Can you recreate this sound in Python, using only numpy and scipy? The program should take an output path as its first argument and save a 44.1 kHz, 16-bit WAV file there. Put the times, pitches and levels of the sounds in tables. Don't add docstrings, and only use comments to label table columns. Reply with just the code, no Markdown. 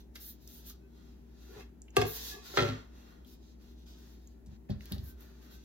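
import sys
import numpy as np
from scipy import signal
from scipy.fft import rfft, irfft
from scipy.io import wavfile
from scipy.ndimage import uniform_filter1d

SR = 44100
rng = np.random.default_rng(int(sys.argv[2]) if len(sys.argv) > 2 else 0)


def digitize_waveform(pressure):
    field = np.atleast_2d(pressure).T
    bounded = np.clip(field, -1, 1)
    quanta = np.round(bounded * 32767).astype(np.int16)
    wavfile.write(sys.argv[1], SR, quanta)


N = 248724
T = np.arange(N) / SR


def undb(db):
    return 10 ** (np.asarray(db, float) / 20)


def add(track, start_s, sound):
    i = int(start_s * SR)
    track[i:i + len(sound)] += sound[:N - i]


def band_gain(points):
    hz, db = np.transpose(points)
    hz, db = np.r_[hz[0] / 2, hz, hz[-1] * 2], np.r_[db[0] - 30, db, db[-1] - 30]
    bin_hz = np.arange(N // 2 + 1) * SR / N
    return undb(np.interp(np.log(bin_hz + 1), np.log(hz), db))


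def coloured(x, points):
    y = irfft(rfft(x) * band_gain(points), N)
    return y / np.sqrt(np.mean(y ** 2))


def walk(rate_hz):
    hold = int(SR / rate_hz)
    steps = np.repeat(rng.standard_normal(N // hold + 1), hold)
    return 0.51 * uniform_filter1d(uniform_filter1d(steps, hold), hold)[:N]


def ring(modes, tilt_db_oct, rise_s, rise_cycles=0, scatter_db=1.5):
    hz, db, t60_s = np.transpose(modes)[:, :, None]
    t = T[:SR // 2]
    contact, grip = rng.standard_normal((2,) + hz.shape)
    gain = undb(db + tilt_db_oct * np.log2(hz / hz[0]) + scatter_db * contact)
    sign = (-1.) ** np.arange(len(hz))[:, None]
    gripped_hz = hz * (1 + .006 * grip)
    damped_t60_s = np.clip(t60_s, .01, .02 + 60 / hz)
    tones = np.sin(2 * np.pi * gripped_hz * t) * 1000 ** (-t / damped_t60_s)
    swell = 1 - np.exp(-t / np.maximum(rise_s + rise_cycles / hz, 1e-4))
    blow = np.sum(sign * gain * tones * swell, axis=0)
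    return 2 * blow / np.abs(blow).max()


def snap(hz, octaves, t60_s):
    t = T[:int(.2 * SR)]
    edges_hz = np.clip(hz * 2. ** np.array([-abs(octaves) / 2 - .05, abs(octaves) / 2]), 50, .45 * SR)
    band = signal.butter(2, edges_hz, "band", fs=SR, output="sos")
    burst = signal.sosfilt(band, rng.standard_normal(len(t))) * 1000 ** (-t / max(t60_s, .003))
    return burst / np.sqrt(np.mean(burst[:SR // 100] ** 2))


def crockery(hits, modes, crack_hz, crack_t60_s):
    out = np.zeros(N)
    for start_s, ring_db, crack_db, tilt_db_oct in hits:
        add(out, start_s, undb(ring_db) * ring(modes, tilt_db_oct, rise_s=0.00031, scatter_db=3))
        add(out, start_s, undb(crack_db) * snap(crack_hz, octaves=1.47, t60_s=crack_t60_s))
    return out


def stroke_db(start_s, swell_s, hold_s, fade_s):
    before = (start_s + swell_s - T) / max(swell_s, .002)
    after = (T - start_s - swell_s - hold_s) / max(fade_s, .002)
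    return -25 * np.clip(np.maximum(before, after), 0, 4)


# (frequency [Hz], rms level [dB])
MOTOR_LINES = [(59.3, -54), (194, -70.5), (236.9, -65), (318, -72), (388, -74.5)]
# (frequency [Hz], relative density [dB])
AIR_SPECTRUM = [(30, -32), (41, -4.5), (62, -2), (93, -18.5), (161, -11.5), (200, -13.5), (240, -11),
                (290, -15), (400, -17), (480, -27), (650, -27.5), (900, -30.5), (1150, -42), (2680, -46),
                (4000, -54.5), (8740, -46.5), (16000, -53)]


def fridge():
    hum = 0
    for hz, db in MOTOR_LINES:
        amplitude = np.sqrt(2) * undb(db + 0.47 * walk(14))
        hum = hum + amplitude * np.sin(2 * np.pi * hz * T + 0.55 * walk(0.9))
    air = coloured(rng.standard_normal((2, N)), AIR_SPECTRUM) * undb(-57.5 + 0.47 * walk(1.8))
    return air + hum


def friction_slips(echo_t60_s=0.05, echo_db=10, patterns=9):
    slips = rng.standard_normal((2, N)) * undb(1.8 * rng.exponential(size=N))
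    t = T[:int(.08 * SR)]
    out = 0
    for _ in range(patterns):
        echoes = rng.standard_normal((2, len(t))) * 1000 ** (-t / echo_t60_s)
        echoes = undb(echo_db) * echoes / np.linalg.norm(echoes, axis=1, keepdims=True)
        echoes[:, 0] = 1
        weight = undb(39 * walk(7))
        out = out + weight * signal.fftconvolve(rng.permuted(slips, axis=1), echoes, axes=1)[:, :N]
    running_power = uniform_filter1d(np.mean(out ** 2, axis=0), size=SR // 40)
    return out / np.sqrt(running_power)


# (frequency [Hz], relative level [dB])
RUSTLE_SPECTRUM = [(1500, -8), (2200, -12.5), (2900, -5), (3500, 2), (4200, 1.5), (5200, 0), (6500, -1),
                   (8500, -13)]
HISS_SPECTRUM = [(6500, -17.5), (8500, -9), (11000, 2.5), (14000, 0.5), (16000, -5)]
SCRAPE_SPECTRUM = [(250, -5), (450, 1.5), (900, -1), (1800, -4.5), (2800, -10)]
# (start [s], swell [s], hold [s], fade [s], rustle [dB], hiss re rustle [dB], scrape re rustle [dB])
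HAND_STROKES = [(0.0, 0.00095, 0.0043, 0.069, -68.5, -2.5, -12), (0.135, 0.02, 0.0071, 0.15, -63.5, 4, -12),
                (0.161, 0.05, 0.093, 0.098, -62, 9.5, -28), (0.336, 0.085, 0.065, .08, -72, -2, -29),
                (0.448, 0.044, 0.098, 0.24, -66, 2.5, -13), (0.607, 0.06, 0.041, 0.078, -61.5, 5, -16),
                (0.806, 0.17, 0.12, 0.21, -74.5, -14, -3), (1.086, 0.03, 0.22, .1, -87.5, -5, 4),
                (1.222, 0.2, 0.2, 0.09, -69.5, -6.5, -6), (1.434, 0.14, 0.028, 0.1, -66.5, -11, 4.5),
                (1.948, 0.035, 0.043, 0.071, -48, -18, -0.5), (2.018, 0.056, 0.096, 0.045, -54.5, 4, -9),
                (2.1, 0.062, 0.15, 0.16, -49, -3, -18.5), (2.366, 0.096, 0.11, 0.12, -55.5, -6, -7),
                (2.525, 0.039, 0.024, 0.061, -44, -11, -10), (2.57, 0.019, 0.094, 0.13, -53.5, -17, 8.5),
                (2.719, 0.015, 0.052, 0.16, -64.5, -27, 3.5), (2.836, 0.12, 0.16, 0.26, -72.5, -9, 4.5),
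                (3.23, 0.041, 0.068, 0.079, -68.5, -2, -18), (3.348, 0.083, 0.091, 0.094, -73, -14, -19),
                (3.548, 0.07, 0.1, 0.12, -73.5, -6, -5), (3.719, 0.065, 0.053, 0.043, -74, -13.5, -15),
                (3.841, 0.026, 0.041, 0.33, -66.5, -11.5, -10), (3.907, 0.081, 0.15, 0.18, -72, -5, -3),
                (4.124, 0.1, 0.1, 0.11, -79.5, -7.5, -15), (4.436, 0.082, 0.046, 0.023, -75.5, -17, 0),
                (4.686, 0.0059, 0.021, 0.1, -73.5, -16.5, 12.5),
                (4.765, 0.049, 0.13, .06, -67.5, -4.5, -17), (4.803, 0.12, 0.026, 0.092, -69.5, 4.5, 7),
                (4.946, 0.048, 0.028, 0.044, -73.5, -3, -5), (4.999, 0.042, 0.069, 0.081, -69.5, 6, -3),
                (5.127, 0.088, 0.015, 0.22, -69.5, 2, 1), (5.231, 0.064, 0.17, 0.11, -76, -7, -0.5),
                (5.396, 0.026, 0.072, 0.073, -72, -8, 0), (5.47, 0.043, 0.038, 0.15, -66, -3.5, -5),
                (5.583, 0.021, .05, .05, -74, -9, -8)]


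def rubbing(slips, rustle_rest_db=-91, hiss_rest_db=-99, scrape_rest_db=-84):
    power = undb([rustle_rest_db, hiss_rest_db, scrape_rest_db])[:, None] ** 2
    for *times_s, db, hiss_db, scrape_db in HAND_STROKES:
        envelope_db = stroke_db(*times_s)
        power = power + undb([db + envelope_db,
                              db + hiss_db + 1.8 * envelope_db,
                              db + scrape_db + 0.81 * envelope_db]) ** 2
    rustle_gain, hiss_gain, scrape_gain = np.sqrt(power)
    rustle = coloured(slips, RUSTLE_SPECTRUM) * rustle_gain * undb(0.92 * walk(24.27))
    hiss = coloured(slips, HISS_SPECTRUM) * hiss_gain * undb(4 * walk(28))
    scrape = coloured(slips, SCRAPE_SPECTRUM) * scrape_gain * undb(0.6 * walk(8))
    return rustle + hiss + scrape


# (time [s], level [dB], centre [Hz], width [oct], t60 [s], top edge level [dB])
TICK_EVENTS = [(0.156, -47.5, 3020, 1.8, 0.065, -68), (0.476, -56.5, 5800, 0.6, 0.018, -57),
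               (0.698, -53.5, 4780, 0.87, 0.068, -57), (0.7, -63, 1300, 0.17, 0.032, -80),
               (1.819, -53, 7040, 0.36, 0.015, -86), (1.881, -62.5, 2640, 0.32, 0.033, -86),
               (1.904, -65.5, 6600, 0.19, 0.02, -82), (2.572, -24.5, 1354, 0.1, 0.03, -66),
               (3.247, -66.5, 3555, 0.39, 0.038, -73), (4.273, -60.5, 6910, 0.11, 0.021, -74),
               (4.461, -66.5, 6100, 1.2, 0.099, -89), (4.697, -68, 2220, 1.9, 0.044, -70),
               (4.702, -53.5, 4100, 0.6, 0.11, -64), (4.808, -56.5, 1880, 1.4, 0.0079, -87),
               (4.856, -60, 3660, 1, 0.11, -56.5), (4.921, -43.5, 4070, 0.46, 0.059, -45),
               (4.981, -56, 3930, 0.64, 0.053, -66), (5.208, -72, 4230, 1.6, .04, -62)]


def ticks():
    out = np.zeros(N)
    for start_s, db, hz, octaves, t60_s, top_db in TICK_EVENTS:
        add(out, start_s, undb(db) * snap(hz, octaves, t60_s))
        add(out, start_s, undb(top_db) * snap(11500, octaves=0.75, t60_s=0.0099))
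    return out


# (time [s], ring [dB], crack [dB], hardness [dB/oct])
PLATE_CONTACTS = [(.157, -64, -75, -7), (1.598, -57, -65, 12), (1.607, -54, -64, 4), (1.962, -50, -50, 13),
                  (1.9665, -20.5, -31.5, 5.5), (1.969, -18, -42, -4), (1.981, -25, -56, -3.5),
                  (1.998, -37.5, -56, -8), (2.0155, -29, -42.5, 7), (2.021, -26.5, -76, -0.5),
                  (2.035, -36.5, -59, -4), (2.052, -31.5, -53, -8), (2.066, -46, -51, 2.5)]
# (frequency [Hz], relative level [dB], t60 before limits [s])
PLATE_MODES = [(390, 1, 0.034), (461, 2, 0.07), (640, -17.5, 0.061), (732, 4.5, 0.037), (1175, -3, 0.067),
               (1632, -3.5, 0.044), (2156, -4.5, 0.05), (2400, -28.5, 0.024), (2640, -0.5, 0.029),
               (3107, -18.5, 0.049), (3380, -9, 0.029), (3670, -21, 0.043), (4380, -17.5, .03),
               (5100, -9.5, 0.0085)]


def plate():
    return crockery(PLATE_CONTACTS, PLATE_MODES, crack_hz=6200, crack_t60_s=0.043)


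# (time [s], length [s], frequency [Hz], level [dB])
SQUEAK_TONES = [(.8, 0.097, 1530, -80.5), (.81, 0.065, 2545, -81.5), (2.309, 0.061, 1702, -61),
                (5.064, 0.087, 1536, -73), (5.44, 0.38, 1538, -80)]


def squeaks():
    out = np.zeros(N)
    for start_s, length_s, hz, db in SQUEAK_TONES:
        t = T[:int(length_s * SR)]
        arch = np.sin(np.pi * t / length_s) ** .5
        add(out, start_s, 2 * undb(db) * arch * np.sin(2 * np.pi * hz * t))
    return out * undb(8 * walk(25))


# (start [s], swell [s], hold [s], fade [s], level [dB], hardness [dB/oct])
DRAG_STROKES = [(1.454, 0.058, 0.027, 0.045, -57.5, -19), (1.522, .04, 0.05, .02, -57.5, -13),
                (1.564, .04, 0.022, 0.049, -64, 8), (2.056, 0.15, 0.15, 0.069, -68.5, -9),
                (2.113, 0.081, 0.027, 0.24, -64, -3), (2.3, 0.035, .05, 0.093, -58.5, -0.5),
                (2.465, 0.048, .07, 0.13, -59, -11.5)]


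def plate_drags(slips, held_t60_s=.035):
    t = T[:SR // 10]
    out = 0
    for *times_s, db, tilt_db_oct in DRAG_STROKES:
        held = ring(PLATE_MODES, tilt_db_oct, rise_s=0.0013)[:len(t)] * 1000 ** (-t / held_t60_s)
        body = signal.fftconvolve(slips, held[None], axes=1)[:, :N]
        out = out + body / body.std() * undb(db + stroke_db(*times_s))
    return out * undb(2 * walk(42))


def heavy_blows(hits, modes, rise_cycles):
    out = np.zeros(N)
    for start_s, db, tilt_db_oct in hits:
        add(out, start_s, undb(db) * ring(modes, tilt_db_oct, rise_s=0.001, rise_cycles=rise_cycles))
    return out


# (time [s], level [dB], hardness [dB/oct])
COUNTER_THUDS = [(1.559, -57, -5), (1.974, -31, -7), (2.021, -38, -11), (2.578, -33.5, 2.5),
                 (2.6, -37.5, -11), (2.616, -32.5, -4.5), (2.645, -41, -4), (2.682, -36.5, 2.5),
                 (2.71, -43, -3.5)]
# (frequency [Hz], relative level [dB], t60 before limits [s])
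COUNTER_MODES = [(59, -7.5, 0.1), (82.5, -0.5, 0.12), (109.1, 1, 0.18), (149, 10.5, 0.12), (207, 0, 0.086),
                 (260, -1.5, 0.33), (357.6, 0, 0.042)]


def counter():
    return heavy_blows(COUNTER_THUDS, COUNTER_MODES, rise_cycles=0.78)


# (time [s], ring [dB], crack [dB], hardness [dB/oct])
DISH_CONTACTS = [(2.539, -42, -63, -1), (2.572, -22.5, -31, -0.5), (2.578, -21, -40.5, 5),
                 (2.582, -25, -45, -4), (2.587, -23, -39.5, 4), (2.593, -25, -41, 5.5),
                 (2.599, -29.5, -45.5, -4), (2.605, -31.5, -37.5, 0), (2.613, -31.5, -38.5, -1.5),
                 (2.623, -29.5, -37, -8.5), (2.632, -32.5, -40, -8.5), (2.64, -35, -58, -5),
                 (2.648, -35.5, -50.5, 2.5), (2.657, -40, -51, 0.5), (2.667, -42.5, -51, -6),
                 (2.679, -43, -46, 0), (2.688, -36.5, -47, 9), (2.698, -42, -49.5, 2.5),
                 (2.708, -53, -52, 0), (2.722, -49, -53, 10.5), (2.733, -73, -56, -1)]
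# (frequency [Hz], relative level [dB], t60 before limits [s])
DISH_MODES = [(378.5, 2, 0.035), (445.5, 2, 0.069), (570, -5, 0.13), (764, -0.5, 0.035), (1017, -9, 0.019),
              (1305, -12.5, 0.039), (1364, -1, 0.08), (1807, -2.5, 0.026), (2088, -5.5, 0.037),
              (2512, -14, 0.03), (3310, -12, 0.04), (3850, -18.5, 0.04), (4230, -15.5, 0.05),
              (4630, -29, .03)]


def dish():
    return crockery(DISH_CONTACTS, DISH_MODES, crack_hz=2600, crack_t60_s=0.026)


# (time [s], level [dB], hardness [dB/oct])
BOWL_BUMPS = [(4.471, -50.5, -4), (4.515, -49, -6.5), (4.696, -31, -1), (4.716, -47, -9.5),
              (4.748, -41, -18), (4.79, -61, -22), (4.916, -35, -0.5), (4.928, -39, -9), (4.962, -45.5, 4),
              (4.975, -38, -14), (5.016, -41.5, -12), (5.06, -51, -23)]
# (frequency [Hz], relative level [dB], t60 before limits [s])
BOWL_MODES = [(67.5, 0.5, 0.16), (92, -8.5, 0.12), (125, 5, 0.075), (204, 8.5, 0.072), (329, -26, 0.08),
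              (373, -10.5, 0.04), (590, -5, 0.017), (806, -14, 0.036)]


def salad_bowl():
    return heavy_blows(BOWL_BUMPS, BOWL_MODES, rise_cycles=0.68)


def room(x, t60_s=0.3, tail_db=-10.5, lowpass_hz=3240):
    t = T[:int(.6 * SR)]
    tail = rng.standard_normal((2, len(t))) * 1000 ** (-t / t60_s) * np.minimum(t / 0.0014, 1)
    tail = signal.lfilter(*signal.butter(1, lowpass_hz, fs=SR), tail)
    tail = undb(tail_db) * tail / np.linalg.norm(tail, axis=1, keepdims=True)
    direct = np.array([x, signal.hilbert(x).imag])
    return direct + signal.fftconvolve(x[None], tail, axes=1)[:, :N]


# (frequency [Hz], side re mid [dB])
PORT_SIDE = [(60, -15), (110, -15), (200, -7.5), (380, -5.5), (700, 3), (1300, -3), (2400, 1), (4400, 0),
             (6500, 0.5), (7800, 8), (9200, 26.5), (10300, 8), (11800, 1.5), (13000, -26)]
# (frequency [Hz], left re right [dB])
PORT_BALANCE = [(60, -1.5), (120, -0.5), (200, -1), (360, 4.5), (520, 1.5), (750, 1.5), (1300, -1.5),
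                (2400, -0.5), (16000, -0.5)]


def microphone_ports(arrivals):
    side_gain = band_gain([(15, PORT_SIDE[0][1])] + PORT_SIDE + [(20000, PORT_SIDE[-1][1])])
    shares = np.array([np.ones_like(side_gain), side_gain]) / np.sqrt(1 + side_gain ** 2)
    mid, side = rfft(arrivals) * shares
    left_gain = np.sqrt(band_gain([(15, PORT_BALANCE[0][1])] + PORT_BALANCE + [(22000, 0)]))
    return irfft([(mid + side) * left_gain, (mid - side) / left_gain], N)


def scene():
    events = room(plate() + dish() + counter() + salad_bowl() + ticks() + squeaks())
    slips = friction_slips()
    friction = np.sqrt(2) * (rubbing(slips) + plate_drags(slips))
    return microphone_ports(events + friction + fridge())


def record(dry, highpass_hz=43.3, lowpass_hz=16000):
    thin = signal.sosfilt(signal.butter(3, highpass_hz, "high", fs=SR, output="sos"), dry)
    return signal.sosfilt(signal.ellip(10, .2, 80, lowpass_hz, fs=SR, output="sos"), thin)


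dry = scene()
out = record(dry)
digitize_waveform(out)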